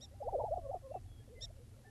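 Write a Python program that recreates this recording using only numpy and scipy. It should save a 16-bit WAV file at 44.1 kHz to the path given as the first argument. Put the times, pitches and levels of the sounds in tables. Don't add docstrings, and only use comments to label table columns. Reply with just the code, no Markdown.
import sys
import numpy as np
from scipy import signal
from scipy.fft import rfft, irfft
from scipy.io import wavfile
from scipy.ndimage import uniform_filter1d

SR = 44100
rng = np.random.default_rng(int(sys.argv[2]) if len(sys.argv) > 2 else 0)


def generate_wav(signal):
    frames = np.transpose(np.atleast_2d(signal))
    scaled = np.clip(frames, -1, 1) * 32767
    pcm = np.round(scaled).astype(np.int16)
    wavfile.write(sys.argv[1], SR, pcm)


def ratio_of_db(decibels):
    return 10 ** (np.asarray(decibels, float) / 20)


N = 83790
T = np.arange(N) / SR


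def walk(rate):
    k = int(SR / rate)
    held = np.repeat(rng.standard_normal(N // k + 1), k)
    return 1.41 * uniform_filter1d(uniform_filter1d(held, k), k)[:N]


def curve(s, v, smooth_s):
    return uniform_filter1d(np.interp(T, s, v), int(smooth_s * SR) + 1)


def gate(s):
    edge_s = .007
    return np.clip(np.minimum(T - s[0] + edge_s, s[-1] + edge_s - T) / edge_s, 0, 1) ** 2


def turn(hz):
    return 2 * np.pi * (np.cumsum(hz) / SR + rng.random())


def coloured(points, db):
    hz, gain = np.array(points, float).T
    f = np.maximum(np.arange(N // 2 + 1) * SR / N, 1)
    weight = ratio_of_db(np.interp(np.log(f), np.log(hz), gain, -70, -70))
    x = irfft(rfft(rng.standard_normal(N)) * weight, N)
    return x * ratio_of_db(db) / x.std()


def throat(s, hz, partial_db):
    phase = turn(curve(s, hz, 0.0013) + 6 * walk(61.06))
    tone = 0
    for k, db in enumerate(partial_db, 1):
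        tone = tone + ratio_of_db(curve(s, db, 0.0054)) * np.sin(k * phase)
    return np.sqrt(2) * tone * gate(s) * ratio_of_db(1.2 * walk(89.84))


# t/s, f/Hz, level/dB
GOBBLE_A = [(.206, 617, -46), (.22, 540, -39), (.229, 813, -41.5), (.24, 845, -48.5), (.273, 737, -53)]
GOBBLE_B = [(.235, 419.2, -61), (.256, 484.6, -50.5), (.271, 496, -39.5), (.281, 645, -36.5),
            (.292, 925, -41.5), (.3, 986, -65)]
GOBBLE_C = [(.285, 680, -44), (.3, 769, -52), (0.313, 793, -55.5), (0.322, 718, -50), (0.335, 831, -42.5),
            (.346, 738, -34.5), (.356, 584, -31.5), (0.367, 474, -38.5)]
GOBBLE_D = [(.308, 503, -59), (.322, 629, -58), (.329, 562, -41.5), (0.337, 390, -48.5),
            (.355, 421.4, -42.5), (0.365, 460, -66)]
GOBBLE_E = [(.372, 494, -42), (.387, 585, -34), (0.398, 718, -47), (.413, 585, -44), (0.422, 614, -43)]
GOBBLE_F = [(0.39, 468, -38.5), (.4, 558, -41.5), (0.406, 534.5, -57), (0.42, 500, -63),
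            (0.441, 474, -43.5)]
GOBBLE_G = [(0.391, 832.6, -54), (0.405, 994, -42.5), (0.42, 805, -38.5), (0.431, 885, -53.5),
            (0.442, 845, -47), (0.46, 901, -44)]
GOBBLE_H = [(.436, 542, -52.5), (.443, 643, -33), (.451, 742, -45), (0.471, 866, -43.5),
            (0.478, 810, -47.5), (0.487, 675, -39.5), (0.502, 640, -50)]
GOBBLE_I = [(0.597, 700, -64), (0.619, 654.4, -58), (0.691, 667, -56.5)]
# t/s, f/Hz, level/dB
RIPPLE = [(.4, 720, -41), (.41, 559.6, -45), (0.419, 473, -54), (.43, 641, -52), (.44, 448, -46.5),
          (.452, 520, -56)]
# t/s, f/Hz, level/dB
SLUR_A = [(.51, 535, -40.5), (0.525, 634, -31.5), (0.535, 686, -37), (0.54, 725, -31), (.548, 844, -56.5)]
SLUR_B = [(.618, 561.3, -67.5), (.65, 569, -48), (0.67, 537, -48), (0.68, 555, -61), (.7, 549, -38),
          (0.708, 574, -45), (.718, 753, -40)]
SLUR_C = [(0.817, 738, -70), (.829, 541, -65), (.862, 534, -50), (0.88, 507, -54), (0.886, 533, -63.5),
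          (0.911, 538, -44.5), (.922, 647, -45)]
# t/s, f/Hz, level/dB
FAR_A = [(1.28, 561, -63.5), (1.295, 413, -64.5), (1.334, 510.4, -57.5), (1.364, 409, -64),
         (1.387, 544, -57.5), (1.396, 740, -73)]
FAR_B = [(1.43, 448.6, -61), (1.446, 706, -67), (1.48, 662, -76.5), (1.495, 493, -71), (1.509, 655, -57),
         (1.524, 740, -97)]
# t/s from its start, f/Hz, relative level/dB
STEP_SHAPE = [(0, 500, -6), (.028, 584, 1), (0.039, 798, -6), (.065, 800, -7), (.085, 750, -7)]
# t/s, level/dB
STEPS = [
    (0.0, -66),
    (0.112, -64.5),
    (1.186, -78),
]


def glides():
    steps = [np.array(STEP_SHAPE) + (at, 0, db) for at, db in STEPS]
    pure = [GOBBLE_B, GOBBLE_C, GOBBLE_D, GOBBLE_E, GOBBLE_F, GOBBLE_G, GOBBLE_H, GOBBLE_I, RIPPLE,
            SLUR_A, FAR_A, FAR_B] + steps
    rich = [GOBBLE_A, SLUR_B, SLUR_C]
    out = 0
    for group, octave_db in ((pure, -36), (rich, -17)):
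        for rows in group:
            s, hz, db = np.array(rows, float).T
            weakening = np.maximum(hz - 565, 0) * .3 + np.maximum(db + 50, 0) * 1.3
            out = out + throat(s, hz, [db, db + octave_db - weakening])
    return out


# t/s of the break, level/dB, lead-in stretch, tail stretch, pitch factor
BREAKS = [
    (0.5766, -38.5, 1.3, 0.78, 0.97),
    (0.745, -40, 1.2, 1.05, 1),
    (.954, -40, 0.837, 0.92, 1.01),
]
# t/s from the break, f/Hz, tone level/dB, air-sac level/dB
BREAK_SHAPE = [(-.017, 620, -22.5, -64), (-.011, 789, -2.5, -48), (-.006, 748, -7.5, -41),
               (0, 713, 8.5, -45), (.004, 491, -9, -12), (.008, 420, -12, -3.5), (0.015, 373, -17.5, -4.5),
               (0.025, 350, -23.5, -5), (0.032, 340, -28, -26)]


def broken_notes():
    twelfth_db, sac_top_hz = -28.5, 775
    s, hz, tone, octave = np.array(BREAK_SHAPE, float).T
    out = 0
    for at, db, lead, tail, pitch in BREAKS:
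        when = at + np.where(s < 0, lead, tail) * s
        faint = db + octave + twelfth_db
        out = out + throat(when, pitch * hz, [db + tone, faint, faint])
        out = out + throat(when, pitch * np.minimum(2 * hz, sac_top_hz), [db + octave])
    return out


# f/Hz, spectral level/dB
NOISE_BAND = [(200, -15), (500, -6), (850, -4), (1100, 2.5), (1450, -6.5), (1650, -22)]


def loud_noise(lek):
    loudness = np.sqrt(np.abs(uniform_filter1d(lek ** 2, SR // 50)))
    return coloured(NOISE_BAND, -38) * loudness


# t/s, f/Hz, level/dB, buzz depth 0-1
CHIRPS = [
    [(.007, 1590, -73, .03), (.012, 1715, -68, .03), (.018, 1835, -62, .03), (.024, 1880, -59, .08),
     (.029, 1890, -60, .5), (.037, 1875, -60, .3), (.047, 1835, -60, .25), (.055, 1770, -66, .45),
     (.061, 1660, -80, .5)],
    [(1.408, 1570, -68, .03), (1.414, 1730, -60, .03), (1.423, 1845, -52, .04), (1.427, 1848, -51, .42),
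     (1.435, 1835, -53, .4), (1.441, 1853, -50, .15), (1.449, 1835, -51, .2), (1.455, 1750, -58, .55),
     (1.461, 1610, -76, .6)],
]
# multiple of the pitch, level/dB
CHIRP_ORDERS = [(1, -21.5), (2, 2.5), (3, 2), (4, -10.5), (5, -35), (6, -27.5)]


def chirps():
    buzz_spread, low_side, second_side, rasp_depth = 0.59, .12, 1, 0.21
    onset_bright_db = 9
    out = 0
    for rows, buzz_hz in zip(CHIRPS, (305, 350)):
        s, hz, db, buzz = np.array(rows, float).T
        pitch = curve(s, hz, 0.0032)
        phase = turn(pitch + 8 * walk(400))
        side = np.exp(1j * turn(buzz_hz + buzz_spread * (hz.max() - pitch) + 45 * walk(300)))
        depth = np.clip(curve(s, buzz, 0.0018), 0, .6)
        rasp = rasp_depth * (walk(2500) + 1j * walk(2500))
        lowness = np.clip((hz.max() - pitch) / (hz.max() - hz[0]), 0, 1)
        note = 0
        for k, gain_db in CHIRP_ORDERS:
            upper = side + second_side * (k / 2 - .7) * depth * side ** 2
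            lower = low_side * (k - 1) / side
            partial = np.imag(np.exp(1j * k * phase) * (1 + depth * (upper + lower + rasp)))
            note = note + ratio_of_db(gain_db + onset_bright_db * max(k - 3, 0) * lowness) * partial
        out = out + np.sqrt(2) * note * ratio_of_db(curve(s, db, 0.0022)) * gate(s) ** 20
    return out


# start t/s, length t/s, first f/Hz, last f/Hz, level/dB
WHISTLES = [(0.909, 0.083, 2750, 2610, -76), (1.06, 0.181, 3386, 3250, -76),
            (1.345, 0.068, 2065, 2025, -70), (1.73, .028, 1390, 1370, -78.5),
            (1.846, 0.052, 1775, 1770, -66.5), (0.225, 0.024, 5000, 4970, -77),
            (1.198, 0.036, 1715, 1700, -79), (1.548, 0.026, 3350, 2500, -82),
            (1.464, 0.024, 2300, 2070, -79), (1.9, .018, 2560, 2550, -80.5), (1.73, 0.067, 2250, 2400, -88),
            (1.838, 0.011, 1450, 1770, -73), (.11, .035, 1850, 2000, -81.5), (.955, 0.042, 1820, 2000, -85)]
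# start t/s, length t/s, first f/Hz, last f/Hz, level/dB
COOS = [(1.56, 0.041, 590, 498, -66.5), (1.593, 0.042, 485, 462, -66.5), (1.532, 0.033, 480, 570, -75),
        (1.713, .035, 400, 470, -71), (1.758, 0.02, 540, 530, -74), (1.779, .014, 540, 630, -67.5),
        (1.792, 0.029, 600, 450, -70), (1.826, .016, 500, 590, -70), (1.845, 0.019, 820, 706, -65),
        (1.859, 0.036, 430, 404, -65), (1.87, 0.031, 830, 770, -70), (1.051, 0.016, 740, 740, -68.5),
        (1.082, 0.012, 760, 740, -72), (1.193, .02, 420, 457, -68), (1.397, 0.0338, 428, 440, -71),
        (1.403, .02, 640, 606, -63)]


def whistles():
    swell, fade = 0.4, 0.1
    out = 0
    for at, length, hz0, hz1, db in WHISTLES + COOS:
        u = (T - at) / length
        env = np.clip(np.minimum(u / swell + 0.2, (1 - u) / fade), 0, 1) * np.clip(u * 10, 0, 1)
        pitch = hz0 + (hz1 - hz0) * np.clip(u, 0, 1) + 5 * walk(50.25)
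        out = out + np.sqrt(2) * ratio_of_db(db + 1.86 * walk(60.1)) * env * np.sin(turn(pitch))
    return out


# t/s, level/dB
GUST = [(0, -65.5), (.2, -61), (.28, -48.5), (.42, -51.5), (.63, -47.5), (.72, -57), (.9, -63.5),
        (1.0, -55), (1.151, -53), (1.25, -60), (1.48, -56), (1.9, -67)]
# f/Hz, spectral level/dB
BUFFET = [(15, -8), (30, -1), (95, -1), (125, -8.5), (160, -45)]
# f/Hz, spectral level/dB
RUMBLE = [(60, -9.5), (90, -4), (110, 0), (132, -9.5), (152, -23.5), (230, -16.5), (500, -31.5),
          (900, -40.5)]


def wind():
    s, db = np.array(GUST).T
    gust = coloured(BUFFET, 0.5) * ratio_of_db(curve(s, db, 0.034) + 0.5 * walk(21.1))
    return gust + coloured(RUMBLE, -57.5) * ratio_of_db(0.76 * walk(13.9))


# f/Hz, level/dB, decay time t60/s
TICK_MODES = [(750, -2, 0.01), (1220, 2, 0.0037), (1780, -2.5, 0.0041), (2720, -14, 0.0043),
              (3940, -3, 0.0028)]


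def motor():
    turn_s, ticks_at_s, jitter_s = .05005, (.0144, .0403), .0005
    tick_db, scatter_db = -66.5, 2.5
    at = (np.arange(0, N / SR, turn_s)[:, None] + ticks_at_s).ravel()
    chance = rng.standard_normal((len(at), 1 + len(TICK_MODES)))
    where = np.clip(((at + jitter_s * chance[:, 0]) * SR).astype(int), 0, N - 1)
    t = T[:SR // 50]
    out = 0
    for k, (hz, db, t60) in enumerate(TICK_MODES):
        hits = np.zeros(N)
        hits[where] = ratio_of_db(tick_db + db + scatter_db * chance[:, k + 1])
        ring = np.sin(2 * np.pi * hz * t) * np.exp(-np.log(1000) * t / t60)
        out = out + signal.fftconvolve(hits, ring)[:N]
    return out


def hum():
    return ratio_of_db(-92 + 2.2 * walk(9.2)) * np.sqrt(2) * np.sin(turn(np.full(N, 11025)))


def scatter(x):
    n = SR // 8
    tail = rng.standard_normal(n) * np.exp(-np.arange(n) / SR / .025)
    return ratio_of_db(-26) * signal.fftconvolve(x, tail / np.sqrt(np.sum(tail ** 2)))[:N]


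# f/Hz, spectral level/dB
HISS = [(300, 8.5), (1200, 1), (6000, -2), (12600, -2)]
# f/Hz, spectral level/dB
SIDE_HISS = [(1500, -14), (5000, -10), (12600, -5.5)]


def scene():
    lek = glides() + broken_notes()
    birds = lek + scatter(lek) + chirps() + whistles()
    mid = birds + loud_noise(lek) + motor() + wind() + coloured(HISS, -73) + hum()
    treble = signal.sosfilt(signal.butter(4, 1130, "high", fs=SR, output="sos"), birds)
    side = coloured(SIDE_HISS, -90.5) - ratio_of_db(-23.5) * treble + ratio_of_db(-6) * loud_noise(lek)
    return np.array([mid + side, mid - side])


def low_pass(x):
    return signal.sosfilt(signal.butter(12, 12420, fs=SR, output="sos"), x)


def record(dry):
    return low_pass(dry)


dry = scene()
out = record(dry)
generate_wav(out)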